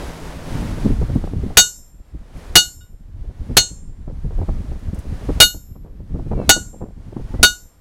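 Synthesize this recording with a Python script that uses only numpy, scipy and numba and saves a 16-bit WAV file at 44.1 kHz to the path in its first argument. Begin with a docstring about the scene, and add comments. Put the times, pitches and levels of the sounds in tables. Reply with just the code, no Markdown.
"""Forging on an anvil

A smith draws out hot steel in an open shed: six hard blows and one light touch, each a crack of contact
and a short ring of the anvil's modes. Turbulent wind buffets the microphone, the forge hisses over its
humming blower, and faint ticks and gliding squeals pass. The blows overload the microphone's signal;
an automatic gain control pulls the level down and lets it creep back."""
import sys
import numpy as np
from scipy import signal
from scipy.fft import rfft, irfft, next_fast_len
from scipy.io import wavfile
from scipy.ndimage import uniform_filter1d
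from numba import njit

SR = 44100
rng = np.random.default_rng(int(sys.argv[2]) if len(sys.argv) > 2 else 0)


def log_audio(samples):
    """Write samples as a 16-bit WAV file to the path given in sys.argv[1]."""
    # one column per channel
    frames = np.atleast_2d(samples).T
    # limit to full scale, then quantise
    limited = np.clip(frames, -1, 1)
    pcm = np.round(limited * 32767).astype(np.int16)
    wavfile.write(sys.argv[1], SR, pcm)


N = 344094

# spectra of fluttering eddies and of their rasping break-up: frequency_hz, density_db
FLUTTER_SPECTRUM = [(50, -15.5), (100, -1), (170, -1), (280, -8.5), (450, -24), (900, -46), (2000, -68.5),
                    (6000, -120)]
RASP_SPECTRUM = [(150, -12.5), (320, 7), (500, 2.5), (850, -8), (1500, -23.5), (2600, -41.5), (8000, -110)]


def hammering(ring_db=2.5, ring_rise_s=0.0053, sustain=1.033, crack_db=25, crack_t60_s=.07,
              scatter_db=2.5, beat_depth=0.24, beat_hz=12):
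    """Impact excitation: a blow cracks and rings the anvil's modes, damped by the hot bar and stump."""
    # blows, and how the spot struck weights each register:
    # start_s, force_db, snap_db, clang_db, treble_db, top_db
    blows = [(1.5708, -3.5, -1, 0, 9, 4.5), (2.5548, 1.5, 0, -3, 2, 1), (2.806, -43.5, -59, 4.5, -21, -14),
             (3.5682, -11, -3.5, -6, 11, -9.5), (5.402, -2.5, -2, 2.5, 5.5, 11.5),
             (6.4921, -13, -4, 9, 12, 2), (7.429, -5, -2.5, 4, 3, 3.5)]
    # registers (clang, main ring, start and end of treble, top): frequency_hz
    registers_hz = [1460, 3700, 6000, 8800, 12400]
    # modes of anvil and hammer: pitch_hz, level_db, nominal_t60_s
    anvil_modes = [(1425, -12, .38), (1458, 17.5, .18), (2891, 19, .17), (3090, -7, .2), (3441, 2, .15),
                   (3718, 19, .16), (4263, 15, .18), (4512, 12.5, .16), (5360, -15, .58), (5475, -9, .2),
                   (5922, 6, .2), (5959, -8, .4), (6371, 0, .27), (6664, 7, .26), (7111, -5, .46),
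                   (7181, -17, .58), (7366, -15, .62), (7425, -10, .54), (7908, -2, .27), (8443, -18, .45),
                   (8662, -21, .7), (9318, -12, .26), (9658, -19, .48), (10090, -15, .35), (10421, -2, .21),
                   (11670, -23, .42), (12000, -14, .3), (12458, -14, .68), (13090, -20, .35),
                   (15250, -20, .33)]
    # spectrum of the contact: frequency_hz, density_db
    crack_spectrum = [(40, 1), (90, 9), (200, 1), (400, 1.5), (560, -7.5), (800, 2.5), (1100, -6.5),
                      (2000, -3), (4000, 0), (7000, -3.5), (11000, -6.5), (15500, -17)]
    out, t = np.zeros(N), np.arange(SR) / SR
    hz, mode_db, t60 = np.transpose(anvil_modes)
    turns = hz[:, None] * t + rng.random((len(hz), 1))
    modes = np.sin(2 * np.pi * turns) * decay(t, sustain * t60[:, None]) * (1 - np.exp(-t / ring_rise_s))
    contact = decay(t, crack_t60_s) * (1 - np.exp(-t / 0.0019))
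    for start_s, force_db, snap_db, clang_db, treble_db, top_db in blows:
        spot_db = np.interp(np.log(hz), np.log(registers_hz), [clang_db, 0, treble_db, treble_db, top_db])
        db = force_db + mode_db + spot_db + scatter_db * rng.standard_normal(len(hz))
        beats = 1 + beat_depth * np.sin(2 * np.pi * beat_hz * rng.uniform(-1, 1, (len(hz), 1)) * t)
        crack = undb(crack_db + snap_db) * noise(crack_spectrum, len(t)) * contact
        add(out, start_s, undb(ring_db + db) @ (modes * beats) + crack)
    return out


def shed(x, wet_db=-22, t60_s=0.31):
    """Reverberation: roof and clutter return a short, diffuse echo."""
    # spectrum of the echo: frequency_hz, density_db
    echo_spectrum = [(100, 3.5), (400, -0.5), (1500, -8), (3000, -7), (8000, -4.5), (15000, -12.5)]
    t = np.arange(SR // 2) / SR
    echo = noise(echo_spectrum, len(t)) * decay(t, t60_s) * (1 - np.exp(-t / 0.0014))
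    echo /= np.sqrt(np.sum(echo ** 2))
    return x + undb(wet_db) * signal.oaconvolve(x, echo)[:N]


def wind(rumble_db=-1, flutter_db=-1, eddy_db=5.0, rasp_db=-23, gust_db=2, gusts_per_s=7):
    """Turbulence at the microphone: gusts rumble, quick eddies flutter, the strongest break into rasp."""
    # spectrum of the gusts: frequency_hz, density_db
    rumble_spectrum = [(8, -22), (22, 2), (42, -3.5), (80, -5.5), (130, -19), (300, -50.5), (2000, -130)]
    low_db, high_db = wind_levels(np.arange(N) / SR)
    gusts = undb(gust_db * wander(gusts_per_s))
    eddies = eddy_db * wander(50)
    rumble = undb(low_db + rumble_db) * steady(noise(rumble_spectrum) * undb(0.87 * eddies), 0.2)
    flutter = undb(flutter_db) * steady(noise(FLUTTER_SPECTRUM) * undb(eddies), 0.41)
    rasp = undb(rasp_db) * steady(noise(RASP_SPECTRUM) * undb(1.5 * eddies), 0.23)
    return gusts * (rumble + undb(high_db) * (flutter + rasp))


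def wind_levels(time_s):
    """Slow envelopes of rumble and flutter, in dB."""
    # course of the wind: time_s, strength_db, relative_flutter_db
    course = [(0.0, -39.5, -6), (0.35, -37.5, -4), (0.52, -21.5, -4.5), (0.78, -31, 0), (0.958, -11, -10.5),
              (1.4, -12, -4), (1.56, -17.5, -14.5), (2.101, -11.5, -15), (2.4, -18, -8.5),
              (3.15, -6.5, -17), (3.5, -10, -10), (4.25, -5, -14.5), (5.1, -15.5, -8.5), (5.7, -8, -10.5),
              (6.35, -7, -4.5), (6.951, -15.5, -6.5), (7.4, -9.5, -8.5), (7.8, -31.5, -14)]
    times, strength_db, relative_db = np.transpose(course)
    return np.interp(time_s, times, strength_db), np.interp(time_s, times, strength_db + relative_db)


def buffets(spike_db=5, spike_s=0.0012, thump_db=-3.5, crackle_db=5.5):
    """Vortex impact on the microphone port: a pressure spike, then a short crackling wake."""
    # strongest vortices: time_s, low_db, high_db, swell_s
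    vortices = [(0.555, -18, -43, 0.0082), (0.857, -6.5, -25, 0.01), (0.906, -10, -44, .008),
                (1.161, -5, -19, 0.0075), (1.243, -20, -11.5, 0.0045), (1.273, -14.5, -15, 0.0034),
                (1.337, -12, -19, 0.0036), (1.437, -4.5, -47, 0.0053), (1.466, -9.5, -38, 0.0062),
                (2.149, -6.5, -46, 0.0055), (3.502, -6.5, -22, 0.015), (4.08, -6.5, -14.5, 0.0075),
                (4.251, -3.5, -28, 0.0076), (4.421, -11.5, -12, 0.0085), (4.491, -9, -10.5, .007),
                (4.759, -14.5, -28, 0.0049), (4.934, -9.5, -53, 0.006), (5.294, -6.5, -11.5, 0.0093),
                (5.548, -7, -10.5, 0.005), (5.86, -19.5, -19, 0.032), (6.152, -9, -14.5, 0.014),
                (6.32, -14, -10.5, .018), (6.40, -11.5, -13, 0.024), (6.57, -12, -4.5, 0.011),
                (6.745, -17, -15, 0.018), (6.825, -8, -7.5, 0.024), (7.128, -12, -15, 0.007),
                (7.167, -5.5, -10.5, 0.008), (7.343, -12.5, -13, .007), (7.402, -16, -19.5, 0.012)]
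    spikes, thumps, rasps = np.zeros((3, N))
    t = np.arange(SR // 5) / SR
    u = (np.arange(SR // 10) - SR // 20) / SR / spike_s  # time from the peak, in spike widths
    spike = (1 - u ** 2 / 2) / (1 + u ** 2 / 2) ** 2 * np.hanning(len(u))
    for time_s, low_db, high_db, swell_s in list(vortices) + lesser_vortices():
        swell = t / swell_s * np.exp(1 - t / swell_s)
        add(spikes, time_s - len(u) / SR / 2, rng.choice([-1, 1]) * undb(low_db + spike_db) * spike)
        add(thumps, time_s - swell_s, undb(low_db + thump_db) * swell)
        add(rasps, time_s - swell_s, undb(high_db) * swell ** 2)
    wake = steady(noise(FLUTTER_SPECTRUM), 0.0083)
    crackle = steady(noise(RASP_SPECTRUM) * undb(crackle_db * wander(400)), 0.023)
    return spikes + thumps * wake + rasps * crackle


def lesser_vortices(count=36, thump_db=-1, rasp_db=-5, spread_db=3, swell_s=0.011):
    """Intermittency: small vortices arrive at random, their strength following the flutter."""
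    times = (np.arange(count) + rng.random(count)) / count * N / SR
    levels_db = wind_levels(times)[1][:, None] + spread_db * rng.standard_normal((count, 2))
    return [(time_s, low_db + thump_db, high_db + rasp_db, swell_s)
            for time_s, (low_db, high_db) in zip(times, levels_db)]


def forge(hiss_db=-32.5, flicker_db=1):
    """Broadband noise: fire hisses over the blower's hum; the background hiss rises briefly once."""
    # spectrum of the fire: frequency_hz, density_db
    fire_spectrum = [(20, -1), (60, -1.5), (130, -12), (260, -10.5), (500, -10.5), (1170, -18.5),
                     (1820, -21.5), (2500, -25.5), (5000, -30), (9000, -35), (10500, -35.5), (12000, -39.5),
                     (15500, -46.5)]
    # partials of the blower: pitch_hz, level_db
    partials = [(53.8, -41.5), (161.5, -37.5), (215.3, -54), (269.2, -48.5)]
    # brief rise of the background hiss: middle_s, length_s, rise_db
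    hiss_rise = (2.48, .26, 6)
    t = np.arange(N) / SR
    hum = sum(undb(db) * np.sin(2 * np.pi * hz * t + .5 * wander(0.97)) for hz, db in partials)
    middle_s, length_s, rise_db = hiss_rise
    rise = np.exp(-(2 * (t - middle_s) / length_s) ** 6)
    return undb(hiss_db + rise_db * rise + flicker_db * wander(18)) * noise(fire_spectrum) + hum


def ticks(t60_s=0.064):
    """Transients: bright noise that decays quickly is heard as a dry tick."""
    # small ticks: start_s, level_db
    events = [(1.15, -45), (2.372, -39), (4.79, -45.5), (4.945, -36), (4.989, -33)]
    spectrum = [(1500, -25), (6000, -4.0), (9500, 1.0), (15000, -11.5)]  # frequency_hz, density_db
    out, t = np.zeros(N), np.arange(SR // 4) / SR
    for start_s, level_db in events:
        add(out, start_s, undb(level_db) * noise(spectrum, len(t)) * decay(t, t60_s))
    return out


def squeals(waver=.004):
    """Frequency modulation: thin, distant tones glide and waver."""
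    # squeals: start_s, length_s, first_hz, last_hz, level_db
    glides = [(6.226, 0.32, 2540, 2056, -44), (6.343, 0.14, 2830, 2500, -42),
              (6.348, 0.31, 4240, 3670, -46.5), (7.292, 0.061, 828, 900, -32),
              (7.318, 0.14, 1870, 2120, -41)]
    out = np.zeros(N)
    for start_s, length_s, first_hz, last_hz, level_db in glides:
        n = int(length_s * SR)
        hz = np.linspace(first_hz, last_hz, n) * (1 + waver * wander(90)[:n])
        tone = np.sin(2 * np.pi * np.cumsum(hz) / SR)
        add(out, start_s, undb(level_db) * tone * np.sqrt(np.hanning(n)))
    return out


def undb(db):
    """Decibels to amplitude ratio."""
    return 10 ** (np.asarray(db) / 20)


def noise(spectrum, size=N):
    """Spectral shaping: noise of rms 1 coloured by (frequency_hz, density_db) points."""
    hz, db = np.transpose(spectrum)
    n = next_fast_len(size, True)
    bins_hz = np.maximum(np.fft.rfftfreq(n, 1 / SR), 1)
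    gain = undb(np.interp(np.log(bins_hz), np.log(hz), db))
    x = irfft(rfft(rng.standard_normal(n)) * gain, n)[:size]
    return x / x.std()


def wander(rate_hz):
    """Random modulation: steps smoothed twice, with standard deviation 1."""
    hold = int(SR / rate_hz)
    steps = np.repeat(rng.standard_normal(N // hold + 1), hold)
    x = uniform_filter1d(uniform_filter1d(steps, hold), hold)[:N]
    return x / x.std()


def steady(x, span_s):
    """Normalisation: holds the running rms near 1."""
    return x / np.sqrt(uniform_filter1d(x ** 2, int(span_s * SR)) + 1e-9)


def decay(t, t60_s):
    """Exponential damping, by 60 dB in t60_s."""
    return np.exp(-np.log(1000) * t / t60_s)


def add(out, start_s, x):
    """Superposition of x on out from start_s."""
    i = max(int(start_s * SR), 0)
    out[i:i + len(x)] += x[:max(N - i, 0)]


def scene():
    """Pressures sum at one microphone, so both channels are alike."""
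    return np.tile(shed(hammering()) + wind() + buffets() + forge() + ticks() + squeals(), (2, 1))


@njit
def gain_reduction(over_db, attack_s, hold_s, release_s):
    """Peak following: the cut in dB climbs towards the latest peak, holds, then relaxes."""
    cut, goal, now, wait = np.empty(len(over_db)), 0., 0., 0.
    for i in range(len(over_db)):
        if over_db[i] > goal:
            goal, wait = over_db[i], hold_s
        elif wait > 0:
            wait -= 1 / SR
        else:
            goal -= goal / (release_s * SR)
        now += (goal - now) / (attack_s * SR)
        cut[i] = now
    return cut


def gain_control(x, threshold_db=-13, slope=0.8, attack_s=0.054, hold_s=0.39, release_s=0.72):
    """Compression: the gain falls by a share of the level above the threshold."""
    level_db = 10 * np.log10(np.abs(uniform_filter1d(x ** 2, SR // 200)) + 1e-12)
    return x * undb(-gain_reduction(slope * (level_db - threshold_db), attack_s, hold_s, release_s))


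def record(dry, ceiling_db=-1.2, cutoff_hz=15800):
    """Saturation: the blows outrun the gain control and clip softly; a low-pass limits the band."""
    x = gain_control(dry[0])
    clipped = x / (1 + (x / undb(ceiling_db)) ** 4) ** (1 / 4)
    lowpass = signal.ellip(10, .1, 80, cutoff_hz, fs=SR, output="sos")
    return np.tile(signal.sosfilt(lowpass, clipped), (2, 1))


dry = scene()
out = record(dry)
log_audio(out)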